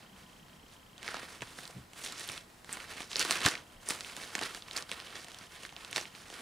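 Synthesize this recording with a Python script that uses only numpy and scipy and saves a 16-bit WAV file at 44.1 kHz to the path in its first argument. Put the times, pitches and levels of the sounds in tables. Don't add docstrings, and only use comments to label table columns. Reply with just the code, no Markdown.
import sys
import numpy as np
from scipy import signal
from scipy.io import wavfile
from scipy.ndimage import uniform_filter1d

SR = 44100
rng = np.random.default_rng(int(sys.argv[2]) if len(sys.argv) > 2 else 0)


def pcm_store(signal):
    levels = np.round(np.clip(np.atleast_2d(signal), -1, 1) * 32767)
    wavfile.write(sys.argv[1], SR, levels.astype(np.int16).T)


def field_ratio(decibels):
    return 10 ** (np.asarray(decibels, dtype=float) / 20)


N = 282681


def rms_one(x):
    return x / np.sqrt(np.mean(x ** 2) + 1e-20)


def peak_one(x):
    return x / np.sqrt(uniform_filter1d(x ** 2, size=44).max() + 1e-20)


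def at_hz(points, hz):
    table_hz, values = np.transpose(points)
    return np.interp(np.log(hz), np.log(table_hz), values)


def band(x, lo_hz, hi_hz):
    sos = signal.butter(2, [lo_hz, min(hi_hz, 0.45 * SR)], "band", fs=SR, output="sos")
    return signal.sosfilt(sos, x)


def resonance(x, hz, width_hz):
    r = np.exp(-np.pi * width_hz / SR)
    top = np.array([1, 0, -1]) * (1 - r * r) / 2
    return signal.lfilter(top, [1, -2 * r * np.cos(2 * np.pi * hz / SR), r * r], x)


def ring_twice(x, hz, width_hz):
    return resonance(resonance(x, hz, width_hz), hz, width_hz)


def drift(rate_hz):
    r = np.exp(-80 * np.pi * rate_hz / SR)
    chance = rng.standard_normal(N // 40 + 2002)
    slow = signal.lfilter([1], [1, -2 * r, r * r], chance)[2000:]
    return np.interp(np.arange(N) / 40, np.arange(len(slow)), rms_one(slow))


# centre in Hz, width in Hz, level in dB.
FAN_TONES = [(184, 31, -76.5), (709, 81, -76.5), (1008, 8.2, -73), (1850, 26, -86)]


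def fan(white):
    return sum(field_ratio(db) * rms_one(resonance(white, hz, width_hz)) for hz, width_hz, db in FAN_TONES)


# frequency in Hz, level in dB per Hz.
HUSH_COLOUR = [(25, -7.5), (70, -7), (110, -5), (190, -7.5), (450, -13), (1000, -13), (2400, -19.5),
               (5000, -24), (10000, -29.5), (16000, -31.5)]
# frequency in Hz, left-right likeness from 0 to 1.
HUSH_LIKENESS = [(60, 0.99), (150, 0.96), (380, 0.44), (950, 0.066), (2380, 0.32), (5980, 0.8),
                 (15000, 0.99)]


def hush():
    level_db = -58.5
    edges_hz = 22 * 2 ** np.arange(0, 10, 0.5)
    white = rng.standard_normal((2, 2, N))
    air = 0
    for k, (low_hz, high_hz) in enumerate(zip(edges_hz, edges_hz[1:])):
        mid, side = band(white[k % 2], low_hz, high_hz)
        hz = np.sqrt(low_hz * high_hz)
        alike = np.clip(at_hz(HUSH_LIKENESS, hz), 0, 1)
        stereo = np.sqrt(1 + alike) * mid + np.sqrt(1 - alike) * side * [[1], [-1]]
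        air = air + field_ratio(at_hz(HUSH_COLOUR, hz)) * stereo
    return field_ratio(level_db) * rms_one(air) + fan(white[0, 0])


def seat():
    hz, width_hz, level_db = 179, 68, -64
    until_s, fade_s = 0.55, 0.25
    t = np.arange(N) / SR
    rumble = rms_one(ring_twice(rng.standard_normal(N), hz, width_hz))
    return field_ratio(level_db - 20 * np.maximum(t - until_s, 0) / fade_s) * rumble


# start in seconds, hold in seconds, level in dB,
# stiffness as tilt of the body in dB, edge hiss in dB relative to the level.
PAGE_DRAGS = [(0, .02, -60, -5, -10), (.22, 0.16, -66, 1, -6.5), (1.04, 0.15, -47, -3, -9.5),
              (1.21, .14, -51.5, 1, -5.5), (1.42, .24, -54, 0.5, -4.5), (1.71, 0.12, -60, -3, -3.5),
              (1.975, 0.035, -51.5, 3, 0), (2.08, 0.11, -46.5, 8, -11), (2.32, 0.031, -45.5, 9, -6),
              (2.46, 0.14, -66.5, 6, -1), (2.7, 0.16, -53, 0, -6.5), (2.9, 0.094, -47, 0, -7.5),
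              (3.12, 0.045, -45.5, 16, -10), (3.26, 0.2, -41.5, -5, -13), (3.62, 0.14, -64.5, -7, -4),
              (3.97, 0.24, -50, 2, -5), (4.2, 0.3, -50, 3, -4.5), (4.68, 0.067, -52.5, -1, -7.5),
              (4.97, 0.18, -55, -3, -8.5), (5.22, 0.21, -54.5, 3, -8.5), (5.57, 0.091, -54.5, 7, -5.5),
              (5.75, 0.31, -55, 0, -8.5), (6.15, 0.11, -55, 4, -6), (6.29, .12, -52.5, 1, -6.5)]
# peak in seconds, level in dB, stiffness in dB, edge hiss in relative dB.
HAND_TUGS = [(.18, -55.5, -3, -5), (.528, -59.5, -6, -5), (0.718, -57, 14, -6.5), (1.155, -50, -12, -20),
             (1.6, -61, 10, 7), (2.053, -47, 25, -2.5), (2.2, -45, 10, -2.5), (2.228, -51, 13, -5),
             (2.294, -42, 4, -4), (2.741, -45, -2, -3), (3.01, -49.5, 5, -7), (3.205, -33.5, 12, -8),
             (3.315, -36.5, 7, -2.5), (3.464, -29.5, 9, -8), (3.531, -41, -17, -20),
             (3.908, -36, 4.5, -2.3), (4.228, -49, 2.5, -8), (4.357, -47.5, -2, -9), (4.43, -39.5, 3, -11),
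             (4.485, -49.5, 7, -11), (4.559, -48, 6, -4), (4.774, -41.5, -3, -6), (4.925, -44.5, 6, -6),
             (5.158, -47.5, -3, -14), (5.185, -52, 4, -2), (5.552, -49, 3.5, -4), (5.975, -39, 8.5, -9),
             (6.408, -45, -7, -5)]


def pulls():
    rise_db_per_s, fall_db_per_s, rest_db = 267, 225, -76
    flap_db, flap_follows = -57.5, 0.8
    flap_stiff = 0.2
    rows = PAGE_DRAGS + [(s, 0, db, stiff, skim) for s, db, stiff, skim in HAND_TUGS]
    start, hold, db, stiff, skim = np.transpose(rows)[:, :, None]
    t = np.arange(0, N + 64, 64) / SR
    rise = rise_db_per_s * np.maximum(start - t, 0)
    fall = fall_db_per_s * np.maximum(t - start - hold, 0)
    pull_db = db - rise - fall
    power, rest = field_ratio(2 * pull_db), field_ratio(2 * rest_db)
    body = power.sum(axis=0) + rest
    flap = field_ratio(2 * (flap_db + flap_follows * (pull_db + 50) - flap_stiff * stiff)).sum(axis=0)
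    edge = (power * field_ratio(2 * skim)).sum(axis=0) + rest * field_ratio(-10)
    tilt_db = (power * stiff).sum(axis=0) / body
    return t, 10 * np.log10(body), 10 * np.log10(flap), 10 * np.log10(edge), tilt_db


def crackle(per_s, spread_db, clump_db):
    sizes = field_ratio(spread_db * np.minimum(rng.exponential(1, N), 5)) * rng.choice([-1, 1], N)
    born = rng.random(N) < per_s / SR
    return rms_one(sizes * born * field_ratio(clump_db * drift(26.0)))


def slide():
    s, *levels = pulls()
    felt = np.arange(N) / SR - 0.006
    body_db, flap_db, edge_db, tilt_db = (np.interp(felt, s, level) for level in levels)
    grains = crackle(5000, spread_db=2.5, clump_db=2.0)
    dealt = rng.integers(0, 12, N)
    patches = 0
    for k, hz in enumerate(np.geomspace(1050, 5700, 12)):
        rung = ring_twice(grains * (dealt == k), hz, 0.71 * hz)
        lean = np.log2(hz / 2500) / 4.0
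        patches = patches + rms_one(rung) * field_ratio((tilt_db - 1.5) * lean + 1.7 * drift(8.5))
    flap = rms_one(band(grains + 0.7 * rng.standard_normal(N), 222, 1026))
    waft = rms_one(band(rng.standard_normal(N), 22, 165))
    edge = band(band(grains, 5850, 10700), 3600, 11600) + field_ratio(-12.5) * band(grains, 9650, 18300)
    body_part = field_ratio(body_db + 0.5) * rms_one(patches)
    flap_part = field_ratio(flap_db + 0.2) * (flap + field_ratio(-16.5) * waft)
    edge_part = field_ratio(edge_db - 2.0 + 0.73 * drift(35)) * rms_one(edge)
    return body_part + flap_part + edge_part


def camera():
    start_hz, end_hz, glide_s = 2200, 3235, 0.0013
    tick_db, decay_s = -53, 0.0062
    frame_hz, first_tick_s = 29.97, 0.0288
    pause_s, resume_s = 1.15, 3.3
    whine_hz, whine_db = 7867, -83
    t = np.arange(1200) / SR
    pitch_hz = end_hz + (start_hz - end_hz) * np.exp(-t / glide_s)
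    phase = 2 * np.pi * np.cumsum(pitch_hz) / SR
    chirp = np.sin(phase) * (1 - np.exp(-t / 0.0005)) * np.exp(-t / decay_s)
    starts = np.arange(first_tick_s, N / SR - 0.01, 1 / frame_hz)
    running = (starts < pause_s) | (starts > resume_s)
    kicks = np.zeros(N)
    kicks[(starts * SR).astype(int)] = running * field_ratio(tick_db + 1.1 * rng.standard_normal(len(starts)))
    whine = field_ratio(whine_db) * np.sin(2 * np.pi * whine_hz * np.arange(N) / SR)
    return signal.fftconvolve(kicks, chirp)[:N] + whine


# time in seconds, level in dB over 1 ms, ring in Hz.
CRACKS = [(1.6772, -41.5, 3800), (1.9338, -46, 2810), (2.0384, -37, 5740), (2.048, -34, 6400),
          (2.1121, -53, 4000), (2.1231, -36.5, 4100), (2.197, -39, 7000), (2.3183, -35.5, 6200),
          (2.6459, -46, 1680), (2.728, -31.5, 8160), (2.7327, -37, 7900), (3.2121, -33, 2970),
          (3.2502, -30, 1510), (3.3091, -20, 3260), (3.317, -30, 4220), (3.406, -34, 2650),
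          (3.4618, -16.5, 3740), (3.8884, -26.5, 6760), (3.906, -26.5, 2200), (4.1661, -35.5, 3530),
          (4.548, -37, 1670), (4.7329, -41.5, 3780), (4.7681, -28.5, 4500), (5.2451, -42, 2960),
          (5.2842, -45, 1960), (5.3177, -45, 2880), (5.387, -43, 4550), (5.6342, -42, 2440),
          (5.912, -40, 6500), (6.0425, -52, 8000)]
FLICKS = [(.98, -45.5, 2940), (1.0299, -38, 2490), (2.062, -35, 3830), (2.277, -40, 12500),
          (2.289, -32.5, 3300), (2.937, -42.5, 3000), (3.0193, -37.5, 3770), (3.1157, -36, 2870),
          (3.167, -26.5, 4530), (3.1948, -21, 5140), (3.2017, -26.5, 4160), (3.2265, -27, 2640),
          (3.2595, -46, 3800), (3.3248, -27.5, 3860), (3.3563, -31, 2110), (3.4585, -27, 1700),
          (3.486, -25.5, 3700), (4.0078, -32, 3750), (4.0983, -43, 2340), (4.3525, -24, 1850),
          (4.3911, -31, 2420), (4.4355, -31.5, 4090), (4.7642, -30.5, 4000), (4.8243, -35, 4080),
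          (4.9156, -27.5, 2420), (5.0707, -45.5, 2980), (5.3453, -41, 3120), (5.848, -37.5, 2700),
          (5.9288, -32, 2930), (5.9614, -23, 3550)]
POPS = [(.4841, -53, 1430), (1.079, -29, 1850), (1.1535, -39, 1470), (1.408, -41, 2820),
        (1.654, -38.5, 3340), (2.3778, -36.5, 2970), (2.8025, -38.5, 2420), (3.1314, -31.5, 3800),
        (3.158, -21, 4200), (3.451, -22, 3170), (3.4649, -22, 1430), (3.5142, -44, 1680),
        (3.5372, -42, 1900), (3.5532, -31, 2330), (3.5771, -42, 2800), (4.047, -35, 2870), (4.2, -43, 1900),
        (4.2366, -37.5, 1720), (4.6228, -38.5, 3550), (4.7115, -33.5, 3650), (4.776, -29, 4200),
        (4.8935, -38.5, 1490), (4.924, -34, 2020), (5.001, -36.5, 2600), (5.155, -38.5, 1490),
        (5.6511, -35.5, 1670), (5.6923, -43.5, 2300), (5.7648, -36, 2740), (6.0547, -36.5, 2440),
        (6.1506, -43.5, 2620)]
FOLDS = [(1.0869, -39, 1510), (1.1434, -37, 1220), (1.1676, -40, 1560), (1.2308, -44, 1770),
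         (1.4204, -33.5, 2040), (1.428, -49, 1530), (1.5861, -43.5, 1360), (2.298, -37.5, 2170),
         (2.6926, -45, 1510), (2.7705, -42, 1600), (3.0051, -37.5, 1960), (3.297, -32, 2590),
         (3.4161, -32, 3430), (3.4681, -26.5, 3210), (3.4787, -26.5, 3080), (3.9208, -39, 1700),
         (3.9522, -44, 2100), (4.1742, -43.5, 1990), (4.381, -40, 1310), (4.4132, -32, 2540),
         (4.4243, -34.5, 1750), (4.5735, -44.5, 2340), (5.021, -46.5, 3200), (5.4112, -53, 1540),
         (5.725, -49.5, 2020), (5.9695, -29.5, 3660), (5.9797, -31, 1800), (6.012, -36.5, 4770),
         (6.3014, -42, 3320), (6.327, -45, 2500)]


def snaps():
    # low push and top crack, in dB relative to the ring
    kinds = ((CRACKS, (-12.5, -2.4)), (FLICKS, (-17, -6)), (POPS, (-19.5, -48)), (FOLDS, (-6, -7)))
    push_db_per_octave = -5
    creases = [row + colour for rows, colour in kinds for row in rows]
    t = np.arange(900) / SR
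    chance = rng.standard_normal((len(creases), len(t)))
    rattle = chance * (np.exp(-t / 0.00024) + field_ratio(-16.5) * np.exp(-t / 0.003))
    rattle[:, 0] = 2.75 * np.sign(rattle[:, 0])
    cracks = band(band(rattle, 7100, 9100), 4100, 20700) + field_ratio(-19) * band(rattle, 12600, 22000)
    pushes = band(chance * np.exp(-t / 0.0034), 160, 1660)
    out = np.zeros(N + len(t))
    for (s, ring_db, hz, low_db, top_db), kick, crack, push in zip(creases, rattle, cracks, pushes):
        sheet = field_ratio(-10.5) * band(band(kick, 1650, 4000), 1800, 13000)
        ring = ring_twice(kick, hz, 0.44 * hz + 300) + sheet
        push_db = low_db + 4.5 + push_db_per_octave * np.log2(hz / 2200)
        snap = peak_one(ring) + field_ratio(push_db) * peak_one(push) + field_ratio(top_db - 1) * peak_one(crack)
        first = round(s * SR)
        out[first:first + len(t)] += field_ratio(ring_db + 2.5) * snap
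    return out[:N]


# time in seconds, peak in dB, pitch in Hz, length in seconds.
BLOCK_THUDS = [(1.425, -43, 218, 0.01), (1.43, -49.5, 122, 0.036), (.637, -53, 290, .012),
               (1.7, -43.5, 437, .008), (1.776, -44, 130, 0.051), (1.816, -54.5, 75, 0.056),
               (2.3, -54, 100, 0.016), (3.46, -30, 113, 0.013), (3.788, -59, 32, .09),
               (4.43, -51, 120, 0.026), (5.969, -60, 125, 0.052)]


def thuds():
    rumble_share = 0.56
    t = np.arange(N) / SR
    white = rng.standard_normal(N)
    out = np.zeros(N)
    for s, db, hz, length_s in BLOCK_THUDS:
        cycles = np.sin(2 * np.pi * hz * (t - s))
        rumble = rms_one(band(white, 0.8 * hz, 1.86 * hz))
        swell = np.exp(-((t - s) / (length_s / 2)) ** 2)
        out += field_ratio(db) * (cycles + rumble_share * rumble) * swell
    return out


def room(x):
    t60_s, wall_cut_hz = 0.074, 11500
    t = np.arange(SR // 3) / SR
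    noise = band(rng.standard_normal((2, len(t))), 410, wall_cut_hz)
    tail = noise * field_ratio(-60 * t / t60_s) * (t > 0.002)
    tail /= np.sqrt(np.sum(tail ** 2, axis=1, keepdims=True))
    return signal.fftconvolve(x[None], tail, axes=1)[:, :N]


def scene():
    book = slide() + snaps() + thuds()
    lift = field_ratio(3.7)
    lean = (lift - 1) / (lift + 1) * resonance(book, 410, 5400)
    placed = book + lean * [[-1], [1]]
    return placed + field_ratio(-14) * room(book) + hush() + camera() + seat()


def band_limit(x):
    return signal.sosfilt(signal.butter(12, 16520, fs=SR, output="sos"), x)


def record(dry):
    low_pass = signal.cheby2(12, 50, 16250, fs=SR, output="sos")
    mix = signal.sosfilt(low_pass, dry)
    return band_limit(mix)


dry = scene()
out = record(dry)
pcm_store(out)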